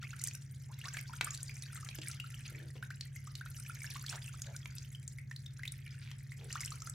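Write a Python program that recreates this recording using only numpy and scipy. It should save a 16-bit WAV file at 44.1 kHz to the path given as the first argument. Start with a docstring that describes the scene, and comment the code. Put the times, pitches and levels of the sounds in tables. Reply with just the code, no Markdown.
"""Two soaked sponges are squeezed in gloved hands over a sink of soapy liquid. Bubble resonances gurgle and
crackle in their pores; each press swells them and the trickle, then lets go. Soap films snap as bursts of noise
and tone, drop bubbles sing on rising glides, drops tick and chirp. Wet rubs are shaped noise; echoes of the
basin and a decaying diffuse tail of a small hard room follow. A motor hums steadily, its sine tones beating
against the mains over a soft rush of air."""
import sys
import numpy as np
from scipy import signal
from scipy.fft import rfft, irfft, next_fast_len
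from scipy.io import wavfile
from scipy.ndimage import uniform_filter1d

SR = 44100
rng = np.random.default_rng(int(sys.argv[2]) if len(sys.argv) > 2 else 0)


def wav_record(signal):
    """Record a signal, one row per channel, as 16-bit PCM in the file named by sys.argv[1]."""
    frames = np.transpose(np.atleast_2d(signal))
    bounded = np.clip(frames, -1, 1)
    # unit amplitude maps onto the largest positive 16-bit level
    quanta = np.round(bounded * 32767).astype(np.int16)
    wavfile.write(sys.argv[1], SR, quanta)


N = 306054


def amp(db):
    """Logarithmic level: decibels become an amplitude gain."""
    return 10 ** (np.asarray(db) / 20)


def unit(x):
    """Power normalisation: x is scaled to rms 1."""
    return x / np.sqrt(np.mean(x ** 2) + 1e-20)


def crest(x, size=66):
    """Short-time power: x is scaled so that its loudest stretch of size samples has rms 1."""
    return x / np.sqrt(uniform_filter1d(x ** 2, size).max())


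def along(points, hz):
    """Logarithmic frequency: values at (Hz, value) points are interpolated on a log axis."""
    point_hz, values = np.transpose(points)
    return np.interp(np.log(hz + 1), np.log(point_hz), values)


def filtered(x, response):
    """Linear filtering: the spectrum of x is multiplied by a response of frequency."""
    n = x.shape[-1]
    padded = next_fast_len(n + 2048)
    spectrum = rfft(x, padded) * response(np.fft.rfftfreq(padded, 1 / SR))
    return irfft(spectrum, padded)[..., :n]


def band(t, centre_hz, octaves, order=1):
    """Band-shaped noise of rms 1 peaks at a centre frequency; a higher order steepens the skirts."""
    def shape(hz):
        distance = np.log2((hz + 1) / centre_hz) / octaves
        return (1 + distance ** 2 / 2) ** -order
    return unit(filtered(rng.standard_normal(len(t)), shape))


def seconds(length):
    """Sampled time: an axis in seconds."""
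    return np.arange(int(length * SR)) / SR


def add(track, s, sound):
    """Superposition: a sound is summed into the track from time s."""
    part = track[..., max(0, round(s * SR)):][..., :sound.shape[-1]]
    part += sound[..., :part.shape[-1]]


def scattered(x, space, size):
    """Diffuse source: overlapping stretches of x each take their own path through a space."""
    out, window = np.zeros((2, N)), signal.get_window("hann", size)
    for i in range(0, N - 1, size // 2):
        piece = x[i:i + size]
        add(out, i / SR, space(piece * window[:len(piece)]))
    return out


def basin(x, wall_db=-7, path_s=.0035, rim_db=-17, rim_s=0.012, count=10):
    """Early reflections: close walls answer one spot in the sink at once, rim and tiles a little later."""
    echo = np.zeros((2, SR // 40))
    # the direct sound often comes from a little to the right and reaches the left port one sample late
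    left_delay = int(rng.random() < .88)
    echo[[0, 1], [left_delay, 0]] = amp(rng.normal() * np.array([1, -1]))
    for db, delay in [(wall_db, path_s), (rim_db, rim_s)]:
        # each reflection has its own direction, so it reaches the two ports at different times
        arrival = rng.uniform(.1, 1, (count, 1)) * delay + rng.uniform(0, .00022, (count, 2))
        taps = np.clip((arrival * SR).astype(int), 1, echo.shape[1] - 1)
        signs = rng.choice([-1, 1], (count, 1))
        np.add.at(echo, (np.arange(2), taps), amp(db) * signs / np.sqrt(count))
    return signal.fftconvolve(x[None], echo, axes=1)


# Presses of the hands. Each row: tightest moment in seconds, fall time of the grip in seconds,
# relative level of the wet pores' gurgle in dB, relative level of the foam's crackle in dB.
HAND_PRESSES = [(0.04, 0.18, -55, -57), (0.28, 0.087, -58, -53.5), (0.943, 0.12, -57, -51.5),
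                (1.26, 0.047, -50.5, -57), (1.399, 0.22, -62.5, -51.5), (1.769, 0.15, -54.5, -53),
                (2.088, 0.061, -51, -49.5), (2.342, 0.053, -57, -55.5), (2.48, 0.14, -56.5, -58.5),
                (3.60, 0.48, -62.5, -59), (3.90, 0.087, -57.5, -50.5), (4.13, 0.21, -59, -53.5),
                (4.45, 0.26, -61.5, -57.5), (4.8, 0.13, -66.5, -59), (5.9, 0.21, -61, -70.5),
                (6.609, 0.12, -53.5, -51), (6.81, 0.17, -71, -54)]
# the soaked foam never falls quite silent between presses
REST_GURGLE_DB, REST_CRACKLE_DB = -82.5, -68
# the grip tightens a little more slowly than it lets go: rise time over fall time
RISE_RATIO = 1.095


def pressure():
    """Power summation: exponential presses swell gurgle and crackle (in dB) above the resting foam."""
    now = np.arange(N) / SR
    wet_power, foam_power = amp(REST_GURGLE_DB) ** 2, amp(REST_CRACKLE_DB) ** 2
    for s, fall_s, wet_db, foam_db in HAND_PRESSES:
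        grip = np.exp(-np.maximum((s - now) / RISE_RATIO, now - s) / fall_s)
        wet_power = wet_power + (amp(wet_db) * grip) ** 2
        foam_power = foam_power + (amp(foam_db) * grip) ** 2
    return 10 * np.log10(wet_power), 10 * np.log10(foam_power)


def bubbles(when_s, hz, cycles, db, climb, size):
    """Damped resonance: many bubbles start abruptly, ring for a few cycles and glide up by their climb."""
    t = np.arange(size) / SR
    age = t * hz / cycles
    tones = np.sin(2 * np.pi * hz * t * (1 + climb * age))
    rings = amp(db) * tones * np.exp(-age) * (1 - t / t[-1])
    places = (when_s * SR).astype(int) + np.arange(size)
    return unit(np.bincount(places.ravel(), rings.ravel(), N)[:N])


# Colour of the gurgling pores. Each row: frequency in Hz, relative filter gain in dB.
GURGLE_COLOUR = [(720, -43), (1400, 1.5), (2400, 6), (4200, -7.5), (7000, 9)]


def pores(level_db, low_hz=700, high_hz=5000, scatter_db=5.0, size=800):
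    """Random superposition of bubble resonances: small pores burst, quickly damped by the sponge."""
    rate, cycles, rise = 680, 6, .04  # bubbles per second, typical decay in cycles, greatest climb
    when, pitch, life, strength, climb = rng.random((int(rate * N / SR), 5)).T[:, :, None]
    hz = low_hz * (high_hz / low_hz) ** pitch
    db = 20 * np.log10(hz / low_hz) - scatter_db * np.log(strength + 0.0085)
    stream = bubbles(when * N / SR, hz, cycles * np.exp(2 * life - 1), db, rise * climb, size)
    coloured = unit(filtered(stream, lambda f: amp(along(GURGLE_COLOUR, f))))
    return scattered(coloured * amp(level_db), basin, size=2048)


def drop(hz, life_s=0.0032, climb_s=.021, linger_db=-18, tick_db=-7, tick_s=0.0032, attack_s=0.002):
    """Impact and bubble resonance: a tick, then a ring chirping upward; lower drops ring on more."""
    t = seconds(.06)
    age = t * hz / 1600  # small bubbles live faster
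    linger = amp(linger_db) * min(1, 1450 / hz) ** 4 * np.exp(-age / .012)
    climb_time = climb_s * np.exp(rng.normal(0, 0.374))
    pitch = hz * (1 + np.tanh(age / climb_time) ** 2)
    fade = (np.exp(-age / life_s) + linger) * (1 - t / t[-1])
    ring = np.sin(2 * np.pi * np.cumsum(pitch) / SR) * fade * (1 - np.exp(-t / attack_s))
    tick = band(t, 1.76 * hz, 1.7, order=2) * np.exp(-t / tick_s)
    return basin(crest(ring) + amp(tick_db) * crest(tick))


def trickle(wet_db, gain_db=-3, low_hz=1300, high_hz=3400, range_db=10):
    """Random impacts: small drops patter unevenly, stronger the more the wet pores are pressed."""
    rate, life_s, tick_db = 28, .0032, -6  # rate in drops per second
    out = np.zeros((2, N))
    for k, (late, strength, pitch) in enumerate(rng.random((int(rate * N / SR), 3))):
        s = (k + late) / rate
        db = wet_db[int(s * SR)] + gain_db + range_db * (strength - .5)
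        hz = low_hz * (high_hz / low_hz) ** pitch
        add(out, s, amp(db) * drop(hz, life_s=life_s, tick_db=tick_db))
    return out


def crackle(level_db, low_hz=3700, high_hz=10800, count=3):
    """Clustered damped resonances: foam cells snap in short chains of neighbours, most of them faint."""
    rate, chain_s, chain_db, cell_db, cycles = 135, .007, 3.6, 2.6, 8  # rate in chains per second
    chains = rng.random((int(rate * N / SR), 3))
    start, force, cell = np.repeat(chains, count, axis=0).T[:, :, None]
    late, pitch, life, strength = rng.random((len(start), 4)).T[:, :, None]
    hz = low_hz * (high_hz / low_hz) ** (cell + (pitch - .5) / 2)  # neighbours are of similar size
    db = -chain_db * np.log(force + .035) - cell_db * np.log(strength + .02)
    when_s = start * N / SR + chain_s * late ** 2
    stream = bubbles(when_s, hz, cycles * np.exp(2 * life - 1), db, 0, size=400)
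    bright = unit(np.diff(stream, prepend=0))  # differencing lifts the treble
    return scattered(bright * amp(level_db), basin, size=1024)


# Colour of the finest foam's hiss. Each row: frequency in Hz, relative filter gain in dB.
HISS_COLOUR = [(1500, 0.5), (3500, -25), (6000, 11), (9000, -5), (12500, 4), (16000, -20)]


def sponges(gurgle_db=-0.5, crackle_db=-1.5, hiss_db=-12):
    """Common modulation: pressure swells gurgle, trickle, crackle and the hiss of the finest cells."""
    wet_db, foam_db = pressure()
    running = trickle(wet_db)
    # pockets of pores collapse together, so gurgle, crackle and hiss come in spurts with short gaps
    spurt_db = 3.3 * band(np.arange(N) / SR, 13, .9, order=3)
    wet_db, foam_db = wet_db + spurt_db, foam_db + spurt_db
    hiss = unit(filtered(rng.standard_normal(N), lambda hz: amp(along(HISS_COLOUR, hz))))
    fizz = scattered(hiss * amp(foam_db + hiss_db), basin, size=2048)
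    return running + pores(wet_db + gurgle_db) + crackle(foam_db + crackle_db) + fizz


# Motor and mains tones. Each row: frequency in Hz, rms level in dB.
HUM_TONES = [(52.9, -68), (87.7, -62), (102.4, -61), (120, -54), (137.6, -50.3), (204.7, -75)]
# Colour of the moving air. Each row: frequency in Hz, relative filter gain in dB.
AIR_COLOUR = [(25, -30), (52, -1.5), (125, 1), (160, -4.5), (205, -11.5), (350, -25), (1050, -43.5),
              (1650, -24.5), (2200, -24.5), (3600, -70), (15000, -47)]
# Difference of the air between the ports. Each row: frequency in Hz, side over mid in dB.
AIR_SIDE_OVER_MID = [(130, -12), (450, 8), (1600, -16)]


def hum(air_db=-58):
    """Beating of steady tones, over mid-side air noise that differs most between ports near 450 Hz."""
    t = np.arange(N) / SR
    tones = sum(amp(db) * np.sqrt(2) * np.sin(2 * np.pi * (hz * t + rng.random())) for hz, db in HUM_TONES)
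    mid, side = filtered(rng.standard_normal((2, N)), lambda hz: amp(along(AIR_COLOUR, hz)))
    side = filtered(side, lambda hz: amp(along(AIR_SIDE_OVER_MID, hz)))
    return tones + amp(air_db) * unit(np.array([mid + side, mid - side]))


# Drop bubbles singing on rising glides. Each row: start in seconds, length in seconds, level in dB, # first
# pitch in Hz, last pitch in Hz.
RISING_BUBBLES = [(0.035, 0.028, -45, 1910, 2900), (0.688, 0.063, -59, 757, 2680),
                  (0.838, 0.019, -47, 1694, 2700), (0.85, 0.034, -48.5, 1051, 1440),
                  (1.266, 0.028, -45, 1242, 3420), (4.162, 0.034, -49, 1296, 2600)]


def squelches(rasp=0.6, bend=1.5):
    """Rising resonance: a drop bubble sings, its pitch climbing slowly, then ever faster."""
    out = np.zeros((2, N))
    for s, length, db, first_hz, last_hz in RISING_BUBBLES:
        t = seconds(length)
        u = t / length
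        hz = first_hz * (last_hz / first_hz) ** (u ** bend)
        tone = np.sin(2 * np.pi * np.cumsum(hz) / SR)
        rough = tone * (1 + rasp * band(t, 200, .5))
        add(out, s, amp(db) * basin(crest(rough * np.sqrt(u) * (1 - u))))
    return out


# The largest drops landing in the basin. Each row: start in seconds, relative level in dB,
# starting pitch in Hz.
LARGEST_DROPS = [(0.1312, -42, 1370), (0.8139, -41, 2750), (0.9436, -39.5, 1570), (0.9866, -38.5, 2100),
                 (1.095, -46.5, 964), (1.134, -40.5, 1344), (1.2694, -37.5, 1190), (1.494, -38, 2210),
                 (1.7575, -46, 1950), (1.7735, -47, 1250), (1.829, -46, 1215), (1.9112, -41.5, 2380),
                 (2.0163, -40.5, 2600), (2.1993, -33.5, 2720), (2.241, -44.5, 1330), (2.826, -36, 1440),
                 (2.9042, -37, 1434), (3.2728, -44, 1195), (3.4106, -38, 1476), (3.46, -40, 1374),
                 (3.663, -42.5, 2340), (3.696, -40, 1364), (3.818, -41, 2220), (3.843, -36.5, 1630),
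                 (3.9564, -40.5, 1070), (4.0396, -43, 1390), (4.082, -39.5, 3180), (4.126, -39.5, 1370),
                 (4.279, -41, 2640), (4.3413, -47.5, 1217), (4.5488, -45, 1370), (4.9486, -42.5, 3070),
                 (5.185, -39.5, 2085), (5.3125, -36, 1795), (5.362, -38.5, 3890), (5.462, -40.5, 3570),
                 (5.5928, -43.5, 1530), (5.6334, -35, 2004), (5.653, -37, 2270), (5.6775, -31, 3540),
                 (6.319, -40.5, 1990), (6.555, -32, 1210), (6.6318, -39.5, 1940), (6.6774, -39.5, 2830),
                 (6.719, -40, 1220), (6.8198, -44.5, 1236), (6.872, -40, 1327)]


def drops(gain_db=-5):
    """Separate impacts: heavy drops fall from the sponges one at a time."""
    out = np.zeros((2, N))
    for s, db, hz in LARGEST_DROPS:
        add(out, s, amp(db + gain_db) * drop(hz))
    return out


def snap(hz, width_hz, life_s, attack_s=0.0001, ping=0.93, crack=1.91, crack_s=0.00028):
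    """Impulsive rupture: a film tears with a sharp crack and short burst; the bubble behind it pings."""
    t = seconds(.015)
    burst = band(t, hz, width_hz / hz, order=2) + ping * np.sin(2 * np.pi * hz * t)
    tear = crack * band(t, hz, 0.63, order=2) * np.exp(-t / crack_s)
    return basin(crest((burst * np.exp(-t / life_s) + tear) * (1 - np.exp(-t / attack_s))))


# The largest soap films snapping. Each row: start in seconds, relative level in dB, centre in Hz.
LARGEST_FILMS = [(0.1958, -35.5, 5920), (0.2152, -31.5, 6950), (0.2388, -19.5, 8250), (0.25, -36, 6300),
                 (0.2726, -24, 8160), (0.2835, -29, 6180), (0.311, -38, 2500), (0.3499, -33.5, 5800),
                 (0.8547, -33.5, 4000), (0.9695, -26.5, 2280), (1.2105, -16, 2300), (1.245, -24, 8580),
                 (1.307, -27.5, 6720), (1.375, -34, 4730), (1.4306, -25, 8250), (1.6229, -32, 5010),
                 (1.8884, -30.5, 3180), (1.9866, -35.5, 3060), (2.0836, -27, 8100), (2.114, -32, 5870),
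                 (3.0094, -29, 4300), (3.3532, -32, 4470), (3.5988, -33, 8700), (3.9626, -34.5, 2210),
                 (4.0636, -31.5, 4440), (4.1268, -35, 3300), (4.157, -40, 2010), (4.419, -27.5, 6560),
                 (4.564, -32.5, 5700), (4.6573, -30.5, 2320), (4.783, -32, 5560), (5.078, -30, 7400),
                 (5.721, -29, 9160), (6.1147, -35, 3020), (6.5272, -26.5, 6300), (6.6062, -28, 5870),
                 (6.613, -29.5, 7430), (6.6489, -28.5, 5540), (6.659, -26.5, 8350), (6.705, -31.5, 7260),
                 (6.8206, -30.5, 6320), (6.897, -29.5, 7870)]


def snaps(gain_db=-8, width_hz=2800, life_s=0.0023):
    """Separate ruptures: the large soap films give way one by one."""
    out = np.zeros((2, N))
    for s, db, hz in LARGEST_FILMS:
        add(out, s, amp(db + gain_db) * snap(hz, width_hz, life_s))
    return out


# Rubs and squashes of glove, sponge and foam. Each row: start in seconds, length in seconds,
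# level in dB, centre in Hz.
GLOVE_RUBS = [(1.198, 0.053, -59, 3830), (1.199, 0.072, -71, 296), (1.976, 0.032, -55.5, 310),
              (2.419, 0.35, -67.5, 335), (2.75, 0.028, -60, 395), (4.102, 0.076, -56, 900),
              (4.437, 0.11, -65.5, 580), (5.964, 0.21, -64, 2500), (6.355, 0.16, -66, 454)]


def rubs(octaves=0.66, hollow_hz=350, friction_db=-4, friction_hz=2600, swell=1.07):
    """Friction noise: wet rubber rasps over foam; low rubs also groan in the hollow of the glove."""
    out = np.zeros((2, N))
    for s, length, db, hz in GLOVE_RUBS:
        t = seconds(length)
        flutter = amp(5.5 * band(t, 110, 1, order=2))
        stroke = np.sin(np.pi * (t / length) ** swell) ** 2 * flutter
        body = band(t, hz, octaves, order=2)
        groan = min(1, hollow_hz / hz) ** 2 * band(t, hz, .07, order=2)
        friction = amp(friction_db) * band(t, friction_hz, octaves)
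        add(out, s, amp(db) * basin(unit(stroke * (body + groan + friction))))
    return out


# Decay of the room. Each row: frequency in Hz, time to fall by 60 dB in seconds.
ROOM_DECAY = [(2500, 0.24), (12000, 0.08)]


def room(x):
    """Diffuse reverberation: a noise tail, unrelated at the two ports, the treble dying first."""
    hz, t, spectra = signal.stft(rng.standard_normal((2, SR // 3)), SR, nperseg=256)
    decay = amp(-60 * t / along(ROOM_DECAY, hz)[:, None])
    tail = signal.istft(spectra * decay, SR, nperseg=256)[1]
    tail = tail * (1 - np.exp(-np.arange(tail.shape[1]) / SR / 0.009))  # echoes build up over 9 ms
    return signal.fftconvolve(x[None], tail / np.linalg.norm(tail[0]), axes=1)


def scene(room_db=-11.5, boom_db=6):
    """Direct and reverberant fields: the sink's left port feeds the room, its low notes most of all."""
    sink = sponges() + snaps() + drops() + squelches() + rubs()
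    spill = filtered(sink[0], lambda hz: amp(room_db + along([(600, boom_db), (1300, 0.004)], hz)))
    return sink + scattered(spill, room, size=16384) + hum()


def record(dry):
    """Band limiting: nothing is kept from 16.5 kHz upward."""
    return filtered(dry, lambda hz: hz < 16500)


dry = scene()
out = record(dry)
wav_record(out)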